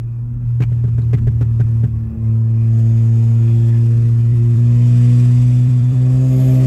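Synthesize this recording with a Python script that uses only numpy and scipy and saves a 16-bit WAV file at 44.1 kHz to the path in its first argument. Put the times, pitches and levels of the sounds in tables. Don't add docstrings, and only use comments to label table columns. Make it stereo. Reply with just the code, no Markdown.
import sys
import numpy as np
from scipy import signal
from scipy.fft import rfft, irfft, next_fast_len
from scipy.io import wavfile
from scipy.ndimage import uniform_filter1d

SR = 44100
rng = np.random.default_rng(int(sys.argv[2]) if len(sys.argv) > 2 else 0)


def gain_from_decibels(decibels):
    exponent = np.asarray(decibels, float) / 20
    return 10 ** exponent


def wav_record(signal):
    frames = np.transpose(np.atleast_2d(signal))
    bounded = np.clip(frames, -1, 1)
    quanta = np.round(bounded * 32767).astype(np.int16)
    wavfile.write(sys.argv[1], SR, quanta)


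N = 293706
TIME_S = np.arange(N) / SR

# start_s, firing_rate_hz, boom_db, sharpness_db, airflow_db
DRIVE = [(0, 116.2, -22, -16, -11.5), (.42, 120.4, -22, -12.5, -11.5), (0.479, 119.2, -15.5, -21, -6),
         (1.001, 116.9, -15, -9.5, -2), (1.4, 115, -15, -6, -3), (1.82, 113.6, -13.5, 0.5, -1.5),
         (1.9, 112.6, -19, -1.5, -5.5), (2.16, 111.6, -14.5, 5, -9), (2.269, 111.6, -11.5, 4, -3),
         (2.5, 113.1, -13.5, 1.5, -3.5), (2.8, 113.4, -11, 5.5, 5), (3.8, 116, -11, 4, 7.5),
         (4.25, 116.4, -12, 0, 4.5), (4.6, 118.5, -10.5, 6, 7.5), (5.099, 121.2, -9, 9, 14),
         (5.9, 124.4, -11.5, 3.5, 8.5), (6.25, 129.3, -11.5, 7.5, 10.5), (6.66, 129.1, -10.5, 9.5, 16)]
# start_s, shift_rad (of the firing phase), dip_db
TIMING = [
    (4.333, 1, 0),
    (4.56, -1, -1),
    (5.689, 1.3, -1),
    (5.813, -1, -1),
    (5.934, 1.6, -3.5),
]
# start_s, crack_db, thud_db, pipe_ring_db, tailpipe_hz
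POPS = [(0.416, -56, -46, -1, 1400), (0.605, -27, -26, 0.5, 1600), (0.621, -23.5, -28.5, -10.5, 2360),
        (0.72, -41, -36.5, 0.5, 1300), (0.7634, -47.5, -44, 3.5, 1554), (0.8405, -41, -32, 3, 1534),
        (0.8764, -41, -43.5, -3.5, 1290), (0.9821, -37, -30.5, -0.5, 1565), (1.0167, -47, -44.5, -2, 3950),
        (1.1332, -27, -24, 0.5, 2100), (1.1745, -37.5, -47, -2.5, 1348), (1.2719, -33.5, -30.5, 5.5, 1573),
        (1.321, -51, -47.5, -8, 1480), (1.4125, -28.5, -27, 0, 1357), (1.4829, -53, -51, -5.5, 2540),
        (1.5995, -30, -29.5, 5, 1527), (1.8351, -35.5, -30, 5.5, 1610)]
# start_s, length_s, pitch_hz, level_db
LEAK = [
    (6.33, .27, 10740, -53.5),
]
# rest_db, db_per_db of sharpness, db_per_db of airflow
ROAR_LAW, HISS_LAW = (-48.5, 0.13, 0.32), (-60.5, .01, 1)
SPELL_FADE_S = 0.11
THROTTLE_S = 2.14


def evened(x):
    return x / np.sqrt(np.mean(x ** 2) + 1e-20)


def read(points, hz):
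    f, value = np.transpose(points)
    return np.interp(np.log(hz + 1), np.log(f + 1), value)


def curves(rows):
    s, *columns = np.transpose(rows)
    return [np.interp(TIME_S, s, c) for c in columns]


def follow(law):
    rest_db, per_sharp, per_flow = law
    _, _, sharp_db, flow_db = curves(DRIVE)
    return rest_db + per_sharp * sharp_db + per_flow * flow_db


def spell(start, length, fade):
    t = TIME_S - start
    return np.clip(t / fade + .5, 0, 1) * np.clip((length - t) / fade + .5, 0, 1)


def wander(top_hz):
    coarse = rng.standard_normal(N // 64 + 1000)
    lowpass = signal.butter(2, top_hz, fs=SR / 64, output="sos")
    coarse = signal.sosfiltfilt(lowpass, coarse)[500:]
    return evened(np.interp(np.arange(N) / 64, np.arange(len(coarse)), coarse))


def coloured(points, size):
    hz = np.fft.rfftfreq(size, 1 / SR)
    inside = (hz > points[0][0]) & (hz < points[-1][0])
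    return evened(irfft(rfft(rng.standard_normal(size)) * gain_from_decibels(read(points, hz)) * inside, size))


def resonate(x, hz, width):
    turn = np.exp(2j * np.pi * np.cumsum(hz * np.ones(len(x))) / SR)
    r = np.exp(-np.pi * width / SR)
    return 2 * (turn * signal.lfilter([1 - r], [1, -r], x / turn)).real


def partial(multiple, level_db, angle, ratio=1):
    order = round(2 * multiple) / 2
    return np.sqrt(2) * gain_from_decibels(level_db) * np.cos(order * ratio * angle + rng.uniform(0, 2 * np.pi))


def firing_phase(hz, shake_rad=0.026, step_s=0.022):
    angle = 2 * np.pi * np.cumsum(hz) / SR + shake_rad * wander(34)
    for s, shift, _ in TIMING:
        angle = angle + shift * np.clip((TIME_S - s) / step_s + .5, 0, 1)
    return angle


def firing_boom(angle, step_s=0.022, turn_s=0.13):
    boom_db = curves(DRIVE)[1] + 0.079 * wander(33)
    for s, _, dip_db in TIMING:
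        boom_db = boom_db + dip_db * np.exp(-((TIME_S - s) / step_s) ** 2)
    torque = np.tanh((TIME_S - THROTTLE_S) / turn_s)
    return np.sqrt(2) * gain_from_decibels(boom_db) * np.cos(angle) * torque


def firing_harmonics(hz, angle, flutter_db=0.5, drift_db=0.5):
    upper_orders = [(3.5, -13), (4, -0.5), (4.5, -17), (5, -1.5), (5.5, -6.5), (6, -5), (6.5, -15),
                    (7, -9.5), (7.5, -22), (8, -15.5), (9, -14.5)]
    # pitch_hz, gain_db
    cabin_gain = [(400, 0.5), (520, -2.5), (575, -4), (610, -4), (645, 4), (690, -3.5), (750, 10),
                  (800, -2), (850, -2.5), (1000, -5.5), (1200, -5)]
    # firing_rate_hz, gain_db
    third_tuning = [(111, 0), (116, 3), (120, -1.5), (124.5, -5), (128, 1), (131, 5)]
    upper_tuning = [(111, 2), (115, -0.5), (117.5, -2), (121, -2), (124, -1), (126, 5), (131, 11)]
    # start_s, length_s, multiple, gain_db
    order_flares = [(2.702, 0.27, 6, 10.5), (3, 0.48, 4, 5), (3.05, 0.95, 6.5, 7), (3.05, .45, 7, 8.5),
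                    (3.25, 0.11, 3, -13), (3.38, .35, 3, 3), (4.35, 0.26, 3, 4), (6.7, 0.35, 3, 1.5),
                    (4.05, .5, 5, -8), (3.6, .4, 6, -6), (6.2, 0.35, 5.5, -2.5), (6.2, 0.7, 6, -4.5),
                    (6.2, 0.56, 7, -5.5), (5.95, 0.45, 5, -6), (3.85, 0.29, 4, 9), (4.8, 0.23, 5.5, 8),
                    (4.7, 0.49, 4, 6.5), (6.1, 1, 7, 4), (5.95, .25, 6, -2), (5.9, 0.24, 7, 5),
                    (5.647, 0.37, 8, 16)]
    push_db = 7 * np.clip((TIME_S - THROTTLE_S) / 0.046 + 1, 0, 1)
    second_db = follow((-34.5, 1.066, .01))
    third_db = follow((-51, .4, 0.054)) + push_db + read(third_tuning, hz)
    upper_db = follow((-59.5, .6, 0.19)) + push_db + read(upper_tuning, hz)
    orders = [(2, second_db), (3, third_db + 1.5 * wander(3))]
    for k, db in upper_orders:
        orders.append((k, upper_db + db + read(cabin_gain, k * hz) + drift_db * wander(0.36)))
    out = np.zeros(N)
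    for k, db in orders:
        for s, length, multiple, flare_db in order_flares:
            if round(2 * multiple) == round(2 * k):
                db = db + flare_db * spell(s, length, SPELL_FADE_S)
        out += partial(k, db + flutter_db * wander(5.9), angle)
    return out


def half_orders(angle, rough_db=2.):
    # multiple, level_db
    uneven_orders = [(.5, -5), (1.5, -4), (2.5, -15.5)]
    half_db = follow((-46, 0.16, 0.89))
    return sum(partial(k, half_db + db + rough_db * wander(10), angle) for k, db in uneven_orders)


def air(throb=.08):
    # pitch_hz, level_db
    rumble = [(18, -30.5), (31, -2.5), (45, 6), (70, -3), (100, -2), (160, -8.5), (230, -9.5), (300, -25.5),
              (400, -27.5)]
    roar = [(200, -8.5), (350, 3.5), (520, -0.5), (700, -4.5), (860, -2.5), (1050, -3.5), (1300, -8.5),
            (1600, -15.5), (2500, -33.5), (3200, -37)]
    hiss = [(1300, -9.5), (1900, -1.5), (2500, 0.5), (3000, -1), (3400, -2), (4000, -6.5), (5000, -3.5),
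            (6000, -5.5), (7500, -3.5), (8500, -7), (9700, -2), (10300, -15)]
    fizz = [(9700, -22.5), (10300, -2.5), (10800, 1), (12500, -1.5), (13500, -9), (14700, -3), (15700, -15),
            (16000, -44.5)]
    beat = 1 + throb * np.cos(2 * np.pi * np.cumsum(curves(DRIVE)[0]) / SR)
    gust = wander(31)
    rumble_gain = gain_from_decibels(follow((-36, -0.2, 0.0089)) + 3 * wander(3) + 2 + .4 * gust)
    roar_gain = gain_from_decibels(follow(ROAR_LAW) + 2 + .9 * gust)
    hiss_gain = beat * gain_from_decibels(follow(HISS_LAW) + 1 + .9 * gust)
    fizz_level = gain_from_decibels(follow((-70.5, .01, 0.58)))
    for s, length, _, db in LEAK:
        fizz_level = fizz_level + gain_from_decibels(db - 1.5) * spell(s, length, SPELL_FADE_S)
    fizz_gain = beat * fizz_level * gain_from_decibels(4 + 1.3 * gust)
    layers = [(rumble, rumble_gain), (roar, roar_gain), (hiss, hiss_gain), (fizz, fizz_gain)]
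    return [sum(gain * coloured(points, N) for points, gain in layers) for _ in range(2)]


def patchy(twins, depth_db=3.5):
    z = signal.stft(np.array(twins), nperseg=2048)[2]
    field = uniform_filter1d(rng.standard_normal(z.shape[1:]), size=2, axis=0)
    field = evened(uniform_filter1d(field, size=9, axis=1))
    gain = gain_from_decibels(depth_db * np.clip(field, -2.5, 2) - 1.1)
    return signal.istft(z * gain, nperseg=2048)[1][:, :N]


def ducts(drift_db=3.):
    # pitch_hz, width_hz, level_db (over the air noise)
    duct_modes = [(1020, 75, -17.5), (1350, 60, -17), (1731, 73, -12.5), (1950, 52, -14.5),
                  (2100, 30, -17.5), (2450, 85, -12.5), (2590, 100, -16)]
    air_db = (follow(ROAR_LAW) + follow(HISS_LAW)) / 2
    out = np.zeros(N)
    for hz, width, db in duct_modes:
        ring = signal.lfilter(*signal.iirpeak(hz, hz / width, SR), rng.standard_normal(N))
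        out += gain_from_decibels(air_db + db + drift_db * wander(5.1)) * evened(ring)
    return out


def drone(flutter_db=3.5):
    # start_s, pitch_hz, level_db
    drone_course = [
        (.2, 84.56, -50),
        (.38, 85.8, -33.5),
        (.5, 79.82, -37.5),
        (.94, 80.42, -27),
        (1.3, 77.77, -27),
        (1.75, 76, -29),
        (2.1, 75.65, -25.5),
        (2.4, 77, -35.5),
        (2.55, 77, -70),
    ]
    # multiple, level_db
    drone_orders = [(1, -2.5), (2, -12), (4, -28.5), (5, -31.5)]
    hz, level_db = curves(drone_course + [(2.7, 77, -120)])
    u = np.arange(-SR // 8, SR // 2) / SR
    shake_db = 4.5 * (u > 0) * np.exp(-abs(u) / 0.14)
    stall_db = -7.5 * np.exp(-(u / 0.012) ** 2)
    for s, _, thud_db, ring_db, _ in POPS:
        strength = gain_from_decibels(thud_db + ring_db + 25)
        level_db[round((s + u[0]) * SR):][:len(u)] += strength * (shake_db + stall_db)
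    level_db = uniform_filter1d(level_db, size=400)
    angle = 2 * np.pi * np.cumsum(hz) / SR
    out = np.zeros(N)
    for k, db in drone_orders:
        out += gain_from_decibels(level_db + db + flutter_db * wander(31)) * np.cos(round(k) * angle)
    return np.sqrt(2) * out


def pops(rise_s=.003, fall_s=.007, crack_s=0.021):
    # pitch_hz, level_db
    crack_spectrum = [(700, 6), (1100, -4), (1650, -2.5), (2400, -9.5), (3200, -10), (4500, -19.5),
                      (6300, -14.5), (9000, -18.5), (12000, -15.5), (16000, -32.5)]
    # pitch_hz, width_hz, level_db
    thud_modes = [(172, 3.3, 7.5), (234, 6, 1.5), (282, 26, 1), (405, 17, 1.5), (433, 21, -3.5),
                  (558, 46, -4.5), (635, 58, -7.5), (721, 30, -7)]
    out, u = np.zeros(N), np.arange(4096) / SR
    shape = np.clip(u / rise_s, 0, 1) * np.exp(-u / (2 * crack_s) - np.maximum(u - crack_s, 0) / fall_s)
    for s, crack_db, thud_db, _, pipe_hz in POPS:
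        dark_db = 3.5 + 0.05 * (thud_db + 33)
        crack = coloured([(f, db - dark_db * np.log2(f / 2000)) for f, db in crack_spectrum], len(u))
        crack = crack + 0.7 * evened(resonate(rng.standard_normal(len(u)), pipe_hz, 200))
        ragged = gain_from_decibels(2.5 * evened(uniform_filter1d(rng.standard_normal(len(u)), 120)))
        thud = np.zeros(len(u))
        for f, width, db in thud_modes:
            strike = gain_from_decibels(db + 2 * rng.standard_normal()) * np.exp(-np.pi * width * u / 2)
            thud += strike * np.sin(2 * np.pi * (f * rng.uniform(0.96, 1.07) * u + rng.random()))
        at = round((s - rise_s) * SR)
        out[at:at + len(u)] += shape * (gain_from_decibels(crack_db - 9.0) * crack * ragged + gain_from_decibels(thud_db) * thud)
    return out


def pipe_ring(hz, angle, rise_s=0.0055, decay_s=0.037, pitch_ratio=1.092):
    out, u = np.zeros(N), np.arange(SR // 8) / SR
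    for s, _, thud_db, ring_db, _ in POPS:
        at = round(s * SR)
        swell = gain_from_decibels(thud_db + 10.5 + ring_db) * np.clip(u / rise_s, 0, 1) * np.exp(-(u / decay_s) ** 4 / 2)
        out[at:at + len(u)] -= swell * np.cos(angle[at] + 2 * np.pi * pitch_ratio * hz[at] * u)
    return np.sqrt(2) * out


def turbo(fade_s=0.14):
    # start_s, length_s, pitch_hz, level_db
    compressor = [
        (2.7, 0.78, 6520, -62),
        (4.95, 0.69, 7740, -60),
        (6.15, .4, 6700, -55.5),
    ]
    intake_pipe = [
        (3.4, 0.37, 3350, -59.5),
        (4.8, 1.25, 3500, -60),
        (6.35, .5, 3400, -67),
    ]
    out = np.zeros(N)
    # bands, width_hz, climb_hz_per_s
    for rows, width, climb in ((compressor, 750, 300), (LEAK, 700, 0), (intake_pipe, 300, 0)):
        for s, length, hz, db in rows:
            gain = spell(s, length, fade_s)
            on = gain > 0
            track = hz + climb * np.arange(on.sum()) / SR
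            band = resonate(rng.standard_normal(N)[on], track, width)
            out[on] += gain_from_decibels(db) * gain[on] * evened(resonate(band, track, width))
    return out


def gearbox_shaft(angle, slip=.982, rough_db=2.):
    # start_s, level_db
    shaft_course = [
        (5.8, -69.5),
        (5.95, -45.5),
        (6.25, -41.5),
        (6.4, -35),
        (6.66, -36.5),
    ]
    # multiple, level_db
    shaft_orders = [(1, 2), (2, -8.5), (2.5, -8), (3, -3.5), (4, -10), (4.5, -5.5), (5, -2.5), (6, -9.5)]
    shaft_db, = curves([(0.0068, -120)] + shaft_course)
    return sum(partial(k, shaft_db + db + rough_db * wander(25), angle, slip) for k, db in shaft_orders)


def ports(x, other=None):
    # pitch_hz, level_db
    port_lean = [(40, 2.7), (75, 4), (118, 4), (175, 5), (240, 14), (290, 14.5), (350, 6.5), (480, -0.5),
                 (700, 2.5), (1300, 5), (2300, 0)]
    # pitch_hz, likeness (0-1)
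    port_likeness = [(40, .995), (130, .995), (180, .95), (250, .7), (300, .5), (500, .4), (720, .7),
                     (1100, .4), (1500, .4), (1900, .8), (2500, .95), (8500, .98), (16000, .99)]
    # pitch_hz, phase_rad
    right_phase = [(40, -.14), (430, .3), (780, 2.8), (1600, 5.9), (3100, 5.6), (8600, 6.3), (9100, 7.9),
                   (10050, 9.4), (10500, 9.6), (11900, 12.5), (12300, 12.6), (13300, 15.6), (14300, 15.8),
                   (15300, 18.8)]
    margin = next_fast_len(N // 2 + 2048) - N // 2
    hz = np.fft.rfftfreq(N + 2 * margin, 1 / SR)
    edges = signal.windows.tukey(N + 2 * margin, 2 * margin / N)

    def spectrum(v):
        return rfft(edges * np.pad(v, margin, "reflect", reflect_type="odd"))

    left = right = spectrum(x)
    if other is not None:
        same = np.clip(read(port_likeness, hz), 0, 1)
        right = same * left + np.sqrt(1 - same ** 2) * spectrum(other)
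    lean = gain_from_decibels(read(port_lean, hz) / 2)
    lead = np.exp(1j * read(right_phase, hz))
    return irfft([left * lean, right / lean * lead])[:, margin:margin + N]


def scene():
    hz = curves(DRIVE)[0]
    angle = firing_phase(hz)
    engine = firing_boom(angle) + firing_harmonics(hz, angle) + half_orders(angle)
    engine = engine + pipe_ring(hz, angle) + gearbox_shaft(angle)
    diffuse = np.array([pops(), pops()]) + patchy(air())
    return ports(engine + ducts() + drone() + turbo()) + ports(*diffuse)


def band_limit(x):
    return signal.sosfilt(signal.butter(12, 15780, fs=SR, output="sos"), x)


def record(dry, knee=.72, room=.2):
    over = np.maximum(abs(dry) - knee, 0)
    soft = dry - np.sign(dry) * (over - room * np.tanh(over / room))
    return band_limit(soft)


dry = scene()
out = record(dry)
wav_record(out)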